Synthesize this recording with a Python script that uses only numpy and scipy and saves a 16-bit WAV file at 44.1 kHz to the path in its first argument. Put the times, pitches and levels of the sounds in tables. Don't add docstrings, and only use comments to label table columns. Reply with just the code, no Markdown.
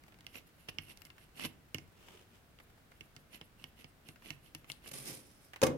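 import sys
import numpy as np
from scipy import signal
from scipy.fft import rfft, irfft, next_fast_len
from scipy.io import wavfile
from scipy.ndimage import map_coordinates

SR = 44100
rng = np.random.default_rng(int(sys.argv[2]) if len(sys.argv) > 2 else 0)


def output_pcm(signal):
    pcm = np.clip(np.atleast_2d(signal).T, -1, 1) * 32767
    wavfile.write(sys.argv[1], SR, np.round(pcm).astype(np.int16))


N = 254456


def amp(db):
    return 10 ** (np.asarray(db) / 20)


def unit(x):
    return x / np.sqrt(np.mean(x ** 2) + 1e-20)


def along(points, hz):
    f, value = np.transpose(points)
    return np.interp(np.log(hz + 1), np.log(f + 1), value)


def fade(t, t60):
    return np.exp(-np.log(1000) * t / t60)


def swell(s, half):
    return np.exp(-((np.arange(N) / SR - s) / half) ** 2 / 2)


def wobble(rate):
    knots = rng.standard_normal(int(N * rate / SR) + 4)
    return map_coordinates(knots, [np.arange(N) * rate / SR])


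def level_curve(rows):
    s, db = np.transpose(rows)
    return amp(np.interp(np.arange(N) / SR, s, db, left=-120, right=-120))


def filtered(x, response):
    n = x.shape[-1]
    m = next_fast_len(n + SR // 4)
    hz = np.fft.rfftfreq(m, 1 / SR)
    return irfft(rfft(x, m) * response(hz), m)[..., :n]


def coloured(x, spectrum):
    return unit(filtered(x, lambda hz: amp(along(spectrum, hz))))


def resonate(x, peaks):
    def response(f):
        return sum(amp(db) * (f * width) ** 2 / ((centre ** 2 - f ** 2) ** 2 + (f * width) ** 2)
                   for centre, width, db in peaks)
    return filtered(x, response)


# (frequency [Hz], correlation [0-1])
LIKENESS = [(60, 0.87), (290, 0.7), (640, 0.4), (1400, 0.014), (15000, 0.021)]


def noise(size):
    def mid_side_gains(hz):
        angle = np.arccos(np.clip(along(LIKENESS, hz), -1, 1)) / 2
        return np.array([np.cos(angle), np.sin(angle)])
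    mid, side = filtered(rng.standard_normal((2, size)), mid_side_gains)
    return np.array([mid + side, mid - side])


def friction(rough_db, rate):
    return noise(N) * amp(rough_db * wobble(rate))


def burst(spectrum, t, t60):
    return coloured(noise(len(t)), spectrum) * fade(t, t60)


# (frequency [Hz], lead of the left [rad])
LEFT_LEAD = [(150, 0.5), (500, 0), (1200, 1.6), (1880, 1.5), (2220, -0.5), (2730, -4), (3000, -5),
             (3450, -11.5), (4400, -18), (11000, -6)]


def ring(modes, t, scatter_db, detune):
    hz, db, t60 = np.transpose(modes)[..., None]
    size, shift = rng.standard_normal((2, len(modes), 1))
    sign = (-1) ** np.arange(len(modes))[:, None]
    lead = along(LEFT_LEAD, hz) / 2
    phase = 2 * np.pi * hz * (1 + detune * shift) * t
    waves = sign * np.sin(phase + np.array([lead, -lead]))
    blow = np.sum(amp(db + scatter_db * size) * fade(t, t60) * waves, axis=1)
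    return blow * (1 - np.exp(-t / .0002))


def sing(peaks, wander_db, count=4):
    drive = friction(rough_db=3.0, rate=270)
    groups = 0
    for k in range(count):
        wander = amp(wander_db * np.tanh(wobble(20)))
        groups = groups + wander * resonate(drive, peaks[k::count])
    return unit(groups)


def panned(x, pan_db):
    return x * amp([[pan_db / 2], [-pan_db / 2]])


def add(track, s, x):
    part = track[:, round(s * SR):][:, :x.shape[1]]
    part += x[:, :part.shape[1]]


# (frequency [Hz], time to fall 60 dB [s])
ROOM_DECAY = [(120, 0.81), (500, 0.51), (2500, 0.27), (6000, 0.21), (14000, 0.18)]


def in_room(x, wet_db):
    size = SR // 3
    t = np.arange(size) / SR
    hz, frames, z = signal.stft(noise(size), SR, nperseg=256)
    decaying = z * fade(frames, along(ROOM_DECAY, hz)[:, None])
    tail = signal.istft(decaying, SR, nperseg=256)[1][:, :size]
    tail = tail * (1 - np.exp(-t / 0.0014))
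    near = noise(size) * fade(t, 0.034) * (t > .0007)
    answer = 1.22 * near / np.linalg.norm(near[0]) + tail / np.linalg.norm(tail[0])
    return x + amp(wet_db) * signal.fftconvolve(x, answer, axes=1)[:, :x.shape[1]]


# (frequency [Hz], spectral level [dB])
ROOM_HUSH = [(12, -47.5), (20, 3.5), (154, -5), (513, -15.5), (574, -15.5), (660, -15), (949, -19),
             (1480, -17), (2020, -20.5), (2260, -20.5), (2670, -22.5), (3950, -26), (5530, -29),
             (6540, -31), (16000, -31)]


def room_tone():
    return amp(-62.5 + 0.13 * wobble(7.6)) * coloured(noise(N), ROOM_HUSH)


# (centre time [s], half length [s], level [dB])
GLOVE_STROKES = [(2.103, 0.093, -59), (2.357, 0.026, -64.5)]
# (frequency [Hz], spectral level [dB])
FABRIC = [(59, -29), (100, -5), (312, -11.5), (360, -3), (713, -17.5), (774, -14), (1960, -18), (3090, -12),
          (4050, -23.5), (4880, -22.5), (9000, -26), (14000, -30)]


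def brushing():
    level = sum(amp(db) * swell(s, half) for s, half, db in GLOVE_STROKES)
    return level * coloured(friction(rough_db=2.5, rate=290), FABRIC)


def creaks():
    out = np.zeros((2, N))
    t = np.arange(SR // 8) / SR
    scuff_spectrum = [(200, 2), (1200, -4), (2500, -11), (6000, -16.0), (16000, -16)]
    for when, strength in rng.random(size=(36, 2)):
        scuff = burst(scuff_spectrum, t, t60=0.026)
        add(out, 4.7 * when, amp(-68.5 + 7 * strength) * in_room(scuff, wet_db=-0.5))
    return out


# (mode frequency [Hz], relative level [dB], time to fall 60 dB [s])
HOUSING_MODES = [(1320, -50, 0.038), (1856, -23.5, 0.075), (2168, -13.5, 0.039), (2690, -6, 0.024),
                 (2964, 0, 0.011), (3330, -15.5, 0.025), (4280, -17.5, 0.011), (5250, -50, 0.012),
                 (8670, -37, 0.04), (10700, -44, 0.032)]
# (mode frequency [Hz], relative level [dB], time to fall 60 dB [s])
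BOARD_MODES = [(63, -15, 0.038), (93, -4.5, 0.2), (149, 0, 0.14), (249.6, -6, 0.088), (320, -6, 0.1),
               (462, -4.5, 0.027)]
# (frequency [Hz], spectral level [dB])
SHELL_BURST = [(500, -8.5), (1800, -22), (2900, 3), (3800, -18), (5500, -8), (7000, -34), (16000, -77)]
# (frequency [Hz], spectral level [dB])
SNAP_BURST = [(300, -6), (2000, -7), (3000, 2), (5000, 7.5), (6800, -1), (8800, 2.5), (11500, -4),
              (16000, -7)]
# (frequency [Hz], spectral level [dB])
CLACK_BURST = [(200, -33), (600, -1), (1300, -1), (2100, 2.5), (3500, -10.5), (8000, -21)]


def contact(db, knock_db, clack_db, snap_db, pan_db):
    t = np.arange(SR // 5) / SR
    plastic = amp(-9.0) * ring(HOUSING_MODES, t, scatter_db=2.0, detune=0.011)
    shell = amp(-9.0) * burst(SHELL_BURST, t, t60=0.0072)
    snap = amp(snap_db + 6) * burst(SNAP_BURST, t, t60=0.003)
    clack = amp(clack_db) * burst(CLACK_BURST, t, t60=0.041)
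    knock = amp(knock_db - 5.5) * ring(BOARD_MODES, t, scatter_db=1.0, detune=0.016)
    blow = panned(plastic + shell + snap, pan_db) + clack + knock
    return amp(db) * in_room(blow, wet_db=-13.5)


def gripping(count=5):
    out = np.zeros((2, N))
    start_s, gap_s = .035, .052
    for k, (late, strength) in enumerate(rng.uniform(-0.87, 1, size=(count, 2))):
        tick = contact(-56.5 + 2 * strength, knock_db=0, clack_db=-3.0, snap_db=-6, pan_db=7)
        add(out, abs(start_s + gap_s * (k + .15 * late)), tick)
    return out


# (time [s], relative thud level [dB], crack level [dB])
LANDING_BLOWS = [(5.617, -30, -30.5), (5.6281, -18.5, -31), (5.6335, -25, -22), (5.637, -22, -27.5),
                 (5.666, -37, -34), (5.6689, -28.5, -32)]
# (mode frequency [Hz], relative level [dB], time to fall 60 dB [s])
TABLE_MODES = [(91.5, -9, 0.14), (150.8, -13.5, 0.41), (231, -5, 0.12), (270, -4, 0.12), (313, -10.5, 0.2),
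               (390.4, -8, 0.17), (425, -7, 0.15), (518, 2.5, 0.083), (670, -17.5, 0.062), (765, -8, 0.085),
               (892, -14, .12), (1130, -10.5, 0.12), (1207, -9, 0.13), (1880, -17, 0.12), (2140, -26, 0.16),
               (2163, -11, 0.12), (2530, -10, 0.08)]
# (frequency [Hz], spectral level [dB])
THUMP_BURST = [(35, -35), (80, -13), (200, -2), (330, -1.5), (500, 1.5), (850, -6), (1200, -10),
               (1700, -34), (6000, -51)]
# (frequency [Hz], spectral level [dB])
CRACK_BURST = [(200, -6), (900, -1), (3000, 1), (4300, -3.5), (6500, 0), (7800, -7), (11000, -6.5),
               (16000, -18)]


def landing():
    out = np.zeros((2, N))
    t = np.arange(SR // 3) / SR
    for s, thud_db, crack_db in LANDING_BLOWS:
        boom = amp(thud_db - 9.5) * ring(TABLE_MODES, t, scatter_db=3.5, detune=0.014)
        thump = amp(thud_db - 2) * burst(THUMP_BURST, t, t60=0.029)
        crack = amp(crack_db) * burst(CRACK_BURST, t, t60=0.024)
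        add(out, s, in_room(boom + thump + panned(crack, pan_db=-1.5), wet_db=-9.5))
    return out


FIRM_DB = -57.5
# (centre [Hz], width [Hz], relative level [dB])
PULLED_FINS = [(7100, 300, -7), (8380, 150, -11), (9380, 390, -3.5), (9960, 280, -7), (12500, 370, 1),
               (13200, 390, -27)]
# (time [s], pressure level [dB])
SLIDE_PRESSURE = [(4.93, -71), (4.94, -50), (4.98, -49), (5.04, -57), (5.08, -45.5), (5.13, -51),
                  (5.235, -66), (5.39, -75), (5.45, -67), (5.52, -82)]
# (time [s], level [dB])
EDGE_SKIPS = [(4.877, -49), (4.89, -52), (4.918, -44.5), (4.9382, -46.5)]
# (frequency [Hz], spectral level [dB])
DRAG_SPECTRUM = [(47, -45), (80, -16), (139, 2.5), (182, -9.5), (265, -1), (515, -3), (615, -9.5),
                 (1200, -16.5), (1310, -17), (2130, -10), (5640, -13.5), (7700, -14.5), (11000, -14.5),
                 (13700, -24), (16000, -35)]
# (centre [Hz], width [Hz], relative level [dB])
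SLIDING_FINS = [(5360, 1200, -1), (8260, 310, -2), (9340, 650, 1), (10550, 780, -2.5), (11260, 450, -3),
                (13300, 400, 0)]


def sliding():
    pressure = level_curve(SLIDE_PRESSURE)
    skips = sum(amp(db) * swell(s, half=0.0032) for s, db in EDGE_SKIPS)
    catch = amp(0.91 * wobble(70))
    drag = (pressure + skips) * coloured(friction(rough_db=2, rate=480), DRAG_SPECTRUM)
    fin_level = amp(FIRM_DB - 1.5) * (pressure / amp(FIRM_DB)) ** 0.88
    fins = fin_level * sing(SLIDING_FINS, wander_db=4.0)
    chirps = amp(-2) * skips * sing(PULLED_FINS + SLIDING_FINS, wander_db=-1.0)
    moving = panned(drag, pan_db=-2.5) + panned(fins + chirps, pan_db=-3.0)
    return in_room(catch * moving, wet_db=-11)


# (centre time [s], half length [s], force level [dB], share of pull against push [0-1])
RUBS = [(0.368, 0.021, -55.5, 1), (0.473, 0.006, -66.5, 1), (0.618, 0.043, -68.5, 1),
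        (0.693, 0.0049, -49.5, 0.01), (0.848, 0.029, -65.5, 0.3), (0.907, 0.015, -57, 0.2),
        (0.986, 0.022, -70, 0.9), (1.061, 0.0085, -61, 0.2), (1.224, 0.025, -64, 0.05),
        (1.383, 0.017, -56.5, 0.55), (1.42, 0.017, -51, 0.1), (1.454, 0.01, -47, 0.4),
        (2.963, 0.019, -72, 0.9), (3.346, 0.018, -56.5, 0.94), (3.612, 0.015, -62.5, 0.1),
        (3.805, 0.02, -61, 0.9), (4.087, 0.02, -61, 0.05), (4.28, 0.033, -57.5, 0.9),
        (4.467, 0.027, -65, 0.5), (4.702, 0.013, -56.5, 0.9), (4.777, 0.016, -68.5, 1),
        (4.869, 0.023, -57.5, 0.7)]
# (centre [Hz], width [Hz], relative level [dB])
RUBBED_SHELL = [(308, 450, -3), (2120, 430, -2), (2770, 440, 3.5), (3390, 640, -9.5), (4320, 1000, -10.5),
                (5680, 890, -11.5)]
# (frequency [Hz], spectral level [dB])
GRIT_SPECTRUM = [(60, -15), (250, 4.5), (700, -7.5), (1600, -8), (3000, -15), (3800, -21), (7000, -19),
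                 (12000, -18), (16000, -32)]
# (centre [Hz], width [Hz], relative level [dB])
PUSHED_FINS = [(5270, 290, -9), (8240, 170, -0.5), (8970, 240, -6), (9560, 320, -14), (10260, 200, 1.5),
               (10780, 280, -6.5), (11530, 100, 3.5), (12300, 350, -13), (13350, 420, -4)]


def rubbing():
    scrape = 0
    for s, half, db, _ in RUBS:
        scrape = scrape + amp(FIRM_DB + 2 + 1.42 * (db - FIRM_DB)) * swell(s, half)
    rebounds = [(s + 0.04, 0.014, -69.5, share) for s, *_, share in PLUG_CLICKS]
    pull, push = np.zeros((2, N))
    for s, half, db, share in RUBS + rebounds:
        stroke = amp(db) * swell(s, half)
        share = np.clip(share, 0, 1)
        pull += np.sqrt(share) * stroke
        push += np.sqrt(1 - share) * stroke
    shell = amp(-1.5) * unit(resonate(friction(rough_db=4.0, rate=400), RUBBED_SHELL))
    grit = amp(-5.5) * coloured(friction(rough_db=7.0, rate=1100), GRIT_SPECTRUM)
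    fins = pull * sing(PULLED_FINS, wander_db=-3.0) + push * sing(PUSHED_FINS, wander_db=10.0)
    scraping = scrape * (panned(shell, pan_db=-7) + panned(grit, pan_db=-0.5))
    return in_room(scraping + amp(-3.5) * fins, wet_db=-14.0)


# (time [s], level [dB], relative knock on the table [dB],
# relative snap [dB], left-right difference [dB], share of pull in the spring-back [0-1])
PLUG_CLICKS = [(0.2666, -32, -28, -14, -5, .3), (0.6863, -29, -18, -33, 2, 0),
               (0.7854, -20.5, -20, -53, -7.5, 0), (1.4379, -32, -24, -21, -17, .5),
               (1.4501, -28.5, -11.5, -10, 2, 1), (1.7455, -21.5, -13, -12, -5.5, 1),
               (1.7838, -31.5, -13, -16, -8, .7), (2.588, -40, -35, -28, -3, 1),
               (3.0088, -32.5, -16, -21, -6.5, 0.3), (3.1645, -34, -17, -17, -7, 1),
               (3.413, -31.5, -16.5, -23, -6, 0), (3.6411, -30.5, -16.5, -13.5, -4, 0.9),
               (3.844, -34, -15.5, -24, -9, 0), (4.0879, -32, -12, -13, -1, 1),
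               (4.3051, -24.5, -17.5, -18, -8.5, .1), (4.5493, -26.5, -16.5, -12, -0.5, 1),
               (4.7002, -26, -23.5, -16, 0, 1)]
# (time [s], level [dB], relative snap [dB], left-right difference [dB])
EDGE_TICKS = [(0.2078, -44.5, -7.5, 3), (0.974, -49, 0, -3), (1.0191, -42, -4.5, 14), (1.052, -45, -1, -4),
              (1.1024, -39.5, -18.5, 9.5), (4.7185, -45.5, 5.5, 13)]
# (time [s], level [dB])
HOUSING_TAPS = [(0.1225, -53), (0.3459, -47), (1.181, -47.5), (2.0844, -47), (2.6007, -47.5), (2.701, -59),
                (2.9185, -51.5), (4.1593, -50), (4.2228, -52.5), (4.6443, -49), (5.5341, -40),
                (5.5397, -46), (5.5603, -37)]


def clicks():
    out = np.zeros((2, N))
    for s, db, knock_db, snap_db, pan_db, _ in PLUG_CLICKS:
        add(out, s, contact(db, knock_db, clack_db=-23, snap_db=snap_db, pan_db=pan_db))
    for s, db, snap_db, pan_db in EDGE_TICKS:
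        add(out, s, contact(db, knock_db=-19, clack_db=-17, snap_db=snap_db, pan_db=pan_db))
    for s, db in HOUSING_TAPS:
        add(out, s, contact(db, knock_db=-26, clack_db=-5, snap_db=-16.5, pan_db=-5.0))
    return out


def scene():
    background = room_tone() + brushing() + creaks() + gripping()
    return background + landing() + sliding() + rubbing() + clicks()


def record(dry):
    low_hz, top_hz = 45, 15950
    thinned = filtered(dry, lambda hz: 1j * hz / (low_hz + 1j * hz))
    return filtered(thinned, lambda hz: 1 / np.sqrt(1 + (hz / top_hz) ** 160))


dry = scene()
out = record(dry)
output_pcm(out)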